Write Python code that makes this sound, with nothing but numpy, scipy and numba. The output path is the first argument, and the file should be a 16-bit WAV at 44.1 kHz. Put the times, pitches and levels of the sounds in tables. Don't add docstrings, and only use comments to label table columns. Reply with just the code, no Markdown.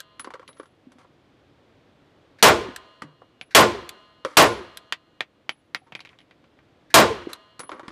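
import sys
import numpy as np
from scipy import signal
from scipy.fft import rfft, irfft
from scipy.io import wavfile
from scipy.ndimage import uniform_filter1d
from numba import njit

SR = 44100
rng = np.random.default_rng(int(sys.argv[2]) if len(sys.argv) > 2 else 0)


def wrap_up_sound(samples):
    columns = np.atleast_2d(samples).T
    tamed = np.clip(columns, -1, 1)
    steps = np.round(tamed * 32767).astype(np.int16)
    wavfile.write(sys.argv[1], SR, steps)


def volts_from_db(level):
    exponent = np.asarray(level, float) / 20
    return 10 ** exponent


N = 348831

# start_s, blast level_db, creep_db (level of the trigger creeping before it breaks)
SHOTS = [(2.4255, 15, -52.5), (3.548, 15, -46), (4.369, 13, -55.5), (6.941, 15, -50.5)]
# frequency_hz, relative density_db (per Hz)
KNOCK_AND_SKID_COLOUR = [(71, -62.5), (120, -28), (256, -5), (483, -5.5), (557, -4.5), (670, -14),
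                         (1160, -3.5), (1550, -10.5), (1900, -14), (2590, -21.5), (2870, -21),
                         (8660, -39.5), (10400, -41.5), (14200, -66), (16000, -88)]


def read(points, hz, column=1):
    points = np.array(points)
    return np.interp(np.log(hz + 1), np.log(points[:, 0] + 1), points[:, column])


def evened(x):
    return x / np.sqrt(np.mean(x ** 2) + 1e-20)


def add(mix, start_s, sound):
    at = round(start_s * SR)
    sound = sound[max(-at, 0):]
    part = mix[max(at, 0):][:len(sound)]
    part += sound[:len(part)]


def noise(samples, size, magnitude):
    hop = size // 4
    frames = samples // hop + 5
    hz = np.fft.rfftfreq(size, 1 / SR)[:, None]
    real, imaginary = rng.standard_normal((frames, len(hz), 2)).T
    spectra = (real + 1j * imaginary) * magnitude(hz, np.arange(frames) * hop / SR)
    return signal.istft(spectra, nperseg=size, noverlap=size - hop)[1][:samples]


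def causal(spectrum, tilt_db):
    hz = np.fft.rfftfreq(4096, 1 / SR)
    cepstrum = irfft(np.log(volts_from_db(read(spectrum, hz) + tilt_db * np.log2(hz + 100))))
    cepstrum[1:2048] *= 2
    cepstrum[2049:] = 0
    taps = irfft(np.exp(rfft(cepstrum)))[:2048]
    return taps / np.linalg.norm(taps)


def ring(modes, seconds, waver_db=0):
    t = np.arange(round(seconds * SR)) / SR
    out = np.zeros(len(t))
    for hz, db, t60 in modes:
        phase, waver_phase, pace = rng.random(3)
        waver = waver_db * np.sin(2 * np.pi * (waver_phase + (4 + 14 * pace) * t))
        out += volts_from_db(db - 60 * t / t60 + waver) * np.sin(2 * np.pi * (hz * t + phase))
    return out


def reverb(seconds, colour, damping):
    # frequency_hz, near-wall t60_s, build_up_s, far-end t60_s, far-end level_db
    room_decay = [(60, 0.26, 0.023, .8, -11.5), (197, 0.17, 0.01, 0.59, -26), (480, 0.2107, 0.01, .6, -31),
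                  (1188, 0.17, 0.0066, 0.61, -34.5), (3140, 0.16, 0.00072, 0.53, -29),
                  (7860, .15, .001, 0.31, -21.5), (15000, 0.06, 0.0033, .3, -20)]

    def magnitude(hz, t):
        near = volts_from_db(-60 * damping * t / read(room_decay, hz))
        far_db = read(room_decay, hz, column=4)
        far = volts_from_db(far_db - 60 * damping * t / read(room_decay, hz, column=3))
        build_up = (1 - np.exp(-(t + 0.0051) / read(room_decay, hz, column=2))) ** 2
        return colour(hz) * build_up * np.hypot(near, far)
    return noise(round(seconds * SR), size=256, magnitude=magnitude)


def room_blast(damping):
    # frequency_hz, relative density_db (per Hz)
    blast_colour = [(24, -57), (40, -23.5), (237, -7.5), (320, -2), (630, -0.5), (751, -8), (1040, 1),
                    (1120, -3), (1440, -4.5), (8130, -23), (14100, -40), (16000, -53)]
    return reverb(1.4, lambda hz: volts_from_db(read(blast_colour, hz)), damping)


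def muzzle_crack(t):
    # frequency_hz, relative density_db (per Hz)
    crack_colour = [(180, -33.5), (300, -8), (1810, -4.5), (2570, -2.5), (2980, 1.5), (7440, -7),
                    (14000, -23), (16000, -41.5)]
    level_db, t60 = 9, 0.045
    gas = rng.standard_normal(len(t)) * volts_from_db(level_db - 60 * t / t60)
    return signal.oaconvolve(gas, causal(crack_colour, 0))[:len(t)]


def room_boom(t):
    # pitch_hz, level_db against the blast, t60_s
    room_notes = [(64.3, -25.5, 0.52), (86.4, -24.5, 0.46), (112.3, -20, 0.39), (214.07, -19, 0.31),
                  (349.45, -18.5, 0.4), (473, -16.5, 0.32), (662, -14.5, .25), (886, -12, .25),
                  (1035.6, -11, .28), (1440.5, -11, .22)]
    return ring(room_notes, 1.5, waver_db=5.8)[:len(t)] * (1 - np.exp(-t / 0.014))


def slide_clack():
    t = np.arange(2000) / SR
    return volts_from_db(-25) * np.diff(rng.standard_normal(2001)) * volts_from_db(-60 * t / 0.072)


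def falling_note():
    start_hz, fall_hz_per_s, floor_hz = 505, 1050, 350
    level_db, t60, swell_s, waver_db = -32, 0.4, 0.05, 4.5
    t = np.arange(round(0.22 * SR)) / SR
    turns = np.cumsum(np.maximum(start_hz - fall_hz_per_s * t, floor_hz)) / SR + rng.random()
    waver = uniform_filter1d(rng.standard_normal(len(t)), size=500)
    waver = evened(uniform_filter1d(waver, size=500))
    swell = np.minimum(t / swell_s, 1) * np.cos(np.pi / 2 * (t / t[-1]) ** 4)
    return volts_from_db(level_db - 60 * t / t60 + waver_db * waver) * swell * np.sin(2 * np.pi * turns)


def faint_rattle(t):
    rattle = rng.standard_normal(len(t)) * volts_from_db(-43 - 60 * t / 0.9)
    return signal.sosfilt(signal.butter(2, [700, 4600], "band", fs=SR, output="sos"), rattle)


def shot(db, same_walls):
    own_share = 0.6
    room = same_walls + own_share * room_blast(damping=0.98)
    t = np.arange(len(room)) / SR
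    out = room / np.sqrt(np.mean(room[:SR // 20] ** 2)) + muzzle_crack(t)
    add(out, 0.054, slide_clack())
    add(out, 0.12, falling_note())
    out += faint_rattle(t) + room_boom(t)
    return volts_from_db(db) * out * np.minimum(t / 0.0045, 1) ** 2


def shots():
    out = np.zeros(N)
    same_walls = room_blast(damping=0.9943)
    for start_s, db, _ in SHOTS:
        add(out, start_s, shot(db, same_walls))
    return out


def ringing_metalwork():
    # pitch_hz, level_db against the blast
    metal_notes = [(646, -56.5), (969, -63.5), (1034, -51.5), (1227, -53.5), (1330, -62.5), (1475, -62.5),
                   (1680, -62.5), (1884, -62.5), (2089, -66.5), (2525, -68.5), (2778, -58.5), (2859, -61.5),
                   (2939, -68), (3101, -63), (3182, -66), (3268, -63), (3354, -62.5), (3445, -67),
                   (3521, -66), (3607, -65.5), (3779, -68), (4048, -64.5), (4140, -63), (4231, -63),
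                   (4500, -68.5)]
    # frequency_hz, t60_s
    metal_decay = [(600, 1.5), (1100, 1.4), (1700, 1.6), (2780, 1.2), (2860, 2.2), (2950, 1.7), (3500, 1.3),
                   (4200, 1.6)]
    # start_s, level_db
    earlier_shot = (-0.2, 3.8)
    out = np.zeros(N)
    modes = [(hz, db, read(metal_decay, hz)) for hz, db in metal_notes]
    for start_s, db, *_ in SHOTS + [earlier_shot]:
        add(out, start_s, volts_from_db(db) * ring(modes, 2.7, waver_db=3))
    return out


def hits(rows, surface, notes, clatter):
    reach_oct = 0.17
    out, t = np.zeros(N), np.arange(8192) / SR
    hz, note_db, width_hz = np.transpose(notes)[:, :, None]
    rings = np.exp(-np.pi * width_hz * t[:2048]) * np.sin(2 * np.pi * hz * t[:2048])
    rings *= volts_from_db(note_db) / np.linalg.norm(rings, axis=1, keepdims=True)
    t60, longer, snap_db, snap_t60 = clatter
    for start_s, peak_db, tilt_db, spot_hz in rows:
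        lasting = t60 * longer ** ((peak_db + 25) / 10)
        envelope = volts_from_db(-60 * t / lasting) + volts_from_db(snap_db - 60 * t / snap_t60)
        drive = rng.standard_normal(len(t)) * envelope
        nearness = np.exp(-(np.log2(hz / spot_hz) / reach_oct) ** 2)
        near_notes = (nearness * rings).sum(axis=0)
        hit = signal.fftconvolve(drive, causal(surface, tilt_db) + near_notes)
        add(out, start_s, volts_from_db(peak_db) * hit / abs(hit).max())
    return out


def case_strikes():
    # start_s, peak_db, brightness_db (per octave), spot pitch_hz
    strike_rows = [(0.0034, -20.5, 0.5, 1750), (2.7618, -18, 0.5, 1750), (3.8916, -18.5, 1.5, 4100),
                   (4.7721, -20, 2.5, 4050), (7.3318, -15.5, 1, 4050)]
    # frequency_hz, relative density_db (per Hz)
    struck_colour = [(470, -50), (800, -20.5), (1630, 3), (2020, -9), (4080, -6.5), (5310, -13.5),
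                     (12100, -17), (15200, -37), (16000, -47)]
    # pitch_hz, level_db against the colour, width_hz
    struck_notes = [(1760, -7.5, 360), (4050, -6, 334)]
    # t60_s at a -25 dB blow, t60 factor per 10 dB more, snap_db, snap_t60_s
    struck_clatter = (0.0125, 1.8, -3, 0.03)
    return hits(strike_rows, struck_colour, struck_notes, struck_clatter)


def case_ticks():
    # start_s, peak_db, brightness_db (per octave), spot pitch_hz
    tick_rows = [(0.478, -33, 5, 3800), (0.53, -44, 6, 4200), (3.4125, -19, -1.5, 2702),
                 (4.924, -4.5, 3, 2000), (5.2065, -6, 0, 1845), (5.493, -5.5, -0.5, 2910),
                 (5.7475, -7, 0.5, 2070), (5.922, -26.5, -3, 2247), (5.9515, -17, -1, 2400),
                 (5.993, -28, -2.5, 2200), (6.005, -24, 1.5, 3300), (6.037, -44.5, -8, 2100),
                 (6.05, -29.5, -0.5, 2170), (6.056, -33.5, -0.5, 3616), (6.073, -34, -2, 2436),
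                 (6.091, -34.5, -1.5, 2210), (6.131, -41, -7, 1780), (6.188, -38.5, 0.5, 3300),
                 (6.204, -43, -0.5, 2986), (6.214, -46.5, 2.5, 2980), (6.31, -38.5, -2.5, 1806),
                 (6.441, -46, -1.5, 1610), (6.589, -43.5, -6, 1540)]
    # frequency_hz, relative density_db (per Hz)
    hard_colour = [(71, -40.5), (120, -5.5), (580, -12.5), (742, -7.5), (1030, -11), (1620, -9),
                   (2430, -0.5), (5870, -23.5), (9590, -39.5), (10400, -39), (14700, -51.5), (16000, -80.5)]
    # pitch_hz, level_db against the colour, width_hz
    hard_notes = [(1530, -5, 250), (1938, -6.5, 250), (2190.6, -6, 170), (2500, -8.5, 300), (3000, -8, 260),
                  (3800, -3.5, 420)]
    # t60_s at a -25 dB blow, t60 factor per 10 dB more, snap_db, snap_t60_s
    hard_clatter = (.066, .94, 8, .0071)
    return hits(tick_rows, hard_colour, hard_notes, hard_clatter)


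def case_knocks():
    # start_s, peak_db, brightness_db (per octave), spot pitch_hz
    knock_rows = [(0.196, -23.5, 5, 300), (0.245, -25.5, 1.5, 480), (0.273, -23, -4, 970),
                  (0.305, -28, 1.5, 1100), (0.338, -25.5, 0.5, 520), (0.354, -30, -1, 1100),
                  (0.395, -30, 0, 520), (0.429, -38, -0.5, 1100), (0.49, -34.5, -3, 290),
                  (0.598, -23.5, -1, 520), (0.631, -36, 0.5, 1350), (0.657, -43, 4.5, 1400),
                  (0.919, -43.5, 5.5, 250), (0.985, -40, 2.5, 740), (1.047, -43, -8, 1050),
                  (3.0205, -20.5, 2, 272), (3.218, -32.5, -5.5, 850), (4.249, -7, 0, 539.6),
                  (7.594, -21, 7, 318), (7.603, -23, 3.5, 1395), (7.633, -31.5, -2.5, 324),
                  (7.693, -20.5, 0, 1160), (7.717, -21, -1, 347), (7.795, -23.5, 0, 1140),
                  (7.832, -28, -2, 339), (7.881, -20, 1, 354), (7.904, -29, -1.5, 350)]
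    # pitch_hz, level_db against the colour, width_hz
    board_notes = [(264.98, -2.5, 110), (345, 2, 95), (540, -1, 90), (780, 4, 160), (1010, -0.5, 110),
                   (1140, 1, 140), (1400, -8.5, 130)]
    # t60_s at a -25 dB blow, t60 factor per 10 dB more, snap_db, snap_t60_s
    board_clatter = (.072, 1.1, .1, .012)
    return hits(knock_rows, KNOCK_AND_SKID_COLOUR, board_notes, board_clatter)


def soft_bumps():
    # start_s, level_db, pitch_hz, t60_s
    bump_rows = [(0.868, -31, 258, 0.071), (0.953, -42, 250, 0.11), (2.685, -12.5, 256.8, 0.034),
                 (3.036, -30.5, 293.7, .08), (3.046, -34.5, 150, 0.25), (3.967, -42, 398, .06),
                 (4.60, -28, 354, .08), (5.817, -40.5, 760, 0.042), (5.863, -48.5, 924, 0.11),
                 (7.270, -2, 342.3, 0.019)]
    out = np.zeros(N)
    for start_s, db, hz, t60 in bump_rows:
        bump = ring([(hz, db, t60)], 0.15)
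        onset = np.minimum(np.arange(len(bump)) / SR / 0.0044, 1)
        add(out, start_s, bump * onset)
    return out


def brass_rings():
    # start_s, level_db, t60_s, beat_hz
    brass_rows = [(.195, -29.5, 0.11, 30), (.477, -46.5, 0.21, 17), (.578, -53.5, 0.28, 25),
                  (.918, -81, .3, 30), (3.411, -55, 0.23, 24), (4.251, -56, .18, 22),
                  (4.45, -36, 0.31, 18.7), (5.497, -53.5, 0.28, 15), (5.752, -59.5, 0.31, 14),
                  (5.95, -63.5, .35, 10), (6.195, -73, 0.198, 16.8), (7.593, -35, 0.28, 28.6)]
    pitch_hz, weaker_share = 10139, 0.75
    out = np.zeros(N)
    for start_s, db, t60, beat_hz in brass_rows:
        t = np.arange(round(t60 * SR)) / SR
        stronger = np.sin(2 * np.pi * pitch_hz * t)
        weaker = weaker_share * np.sin(2 * np.pi * (pitch_hz + beat_hz) * t)
        add(out, start_s, volts_from_db(db - 60 * t / t60) * (stronger - weaker))
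    return out


def scrape(db, seconds, colour, tilt_db=0):
    grit = rng.standard_normal(round(seconds * SR))
    slips = evened(uniform_filter1d(rng.standard_normal(len(grit)), size=150))
    easing = signal.windows.tukey(len(grit), 0.3) * volts_from_db(np.linspace(4, -10, len(grit)))
    return signal.fftconvolve(volts_from_db(db + 1.5 * slips) * grit * easing, causal(colour, tilt_db))


def case_skids():
    # start_s, level_db, length_s, brightness_db (per octave)
    skid_rows = [(0.415, -49, 0.025, -1.5), (0.477, -54, 0.057, -5), (0.566, -56.5, 0.029, 4),
                 (0.981, -57, .075, 3), (3.033, -53, 0.11, -2.5), (4.26, -41.5, 0.126, 2.5),
                 (5.865, -56.5, 0.037, 0.5), (6.098, -57.5, 0.074, 1.5), (7.284, -39.5, 0.088, 2.5),
                 (7.614, -50, 0.071, -3), (7.717, -37.5, 0.083, -2.5), (7.835, -47.5, 0.075, -0.5)]
    out = np.zeros(N)
    for start_s, db, seconds, tilt_db in skid_rows:
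        add(out, start_s, scrape(db, seconds, KNOCK_AND_SKID_COLOUR, tilt_db))
    return out


def trigger_creep():
    # frequency_hz, relative density_db (per Hz)
    creep_colour = [(470, -40.5), (800, -13), (1080, -20), (1660, 3), (2750, -10), (3250, -21),
                    (3800, -10.5), (14000, -38)]
    creep_s = 0.042
    out = np.zeros(N)
    for start_s, _, creep_db in SHOTS:
        add(out, start_s - creep_s, scrape(creep_db, creep_s, creep_colour))
    return out


def small_echo(small):
    echo = reverb(0.4, lambda hz: volts_from_db(-1.5 * np.log2(hz + 200)), damping=2.4)
    return volts_from_db(-13) * signal.oaconvolve(small, echo / np.linalg.norm(echo))[:N]


def room_hiss():
    # frequency_hz, relative density_db (per Hz)
    hiss_colour = [(15, -40), (25, -6.5), (108, 6), (200, -5), (301, 0.5), (416, -8), (476, -5),
                   (962, -15.5), (1040, -14.5), (2840, -22), (3340, -21), (9320, -46.5), (16000, -63)]
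    hiss = noise(N, size=1024, magnitude=lambda hz, t: volts_from_db(read(hiss_colour, hz) + 0 * t))
    return volts_from_db(-56.5) * evened(hiss)


def scene():
    loud = shots() + ringing_metalwork()
    small = case_strikes() + case_ticks() + case_knocks() + soft_bumps()
    small += brass_rings() + case_skids() + trigger_creep()
    return (loud + small + small_echo(small) + room_hiss())[None]


@njit
def follow(goal_db, fall, rise):
    out, now = np.empty(len(goal_db)), -3.
    for i in range(len(goal_db)):
        now += (goal_db[i] - now) * (fall if goal_db[i] < now else rise)
        out[i] = now
    return out


def overload(x):
    flattened = x / (1 + x ** 4) ** 0.25
    return signal.lfilter(*signal.butter(1, 200, "high", fs=SR), flattened)


def gain_control(x):
    power_db = 10 * np.log10(signal.lfilter([0.01], [1, -0.99], x ** 2) + 1e-12)
    quick_db = follow(-0.08 * np.maximum(power_db + 50, 0), 1 / (0.002 * SR), 1 / (0.08 * SR))
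    slow_db = follow(-0.2 * np.clip(power_db + 53, 0, 30), 1 / (0.00088 * SR), 1 / (0.9 * SR))
    return np.clip(x * volts_from_db(quick_db + slow_db + 2.5), -1, 1)


def self_noise():
    return volts_from_db(-78) * signal.lfilter(*signal.butter(1, 5000, fs=SR), rng.standard_normal(N))


def band_limit(x):
    return signal.sosfilt(signal.butter(12, 16420, fs=SR, output="sos"), x)


def record(dry):
    x = gain_control(overload(dry[0])) + self_noise()
    x = signal.oaconvolve(x, signal.firwin(255, 15100, fs=SR), "same")
    return band_limit(x[None])


dry = scene()
out = record(dry)
wrap_up_sound(out)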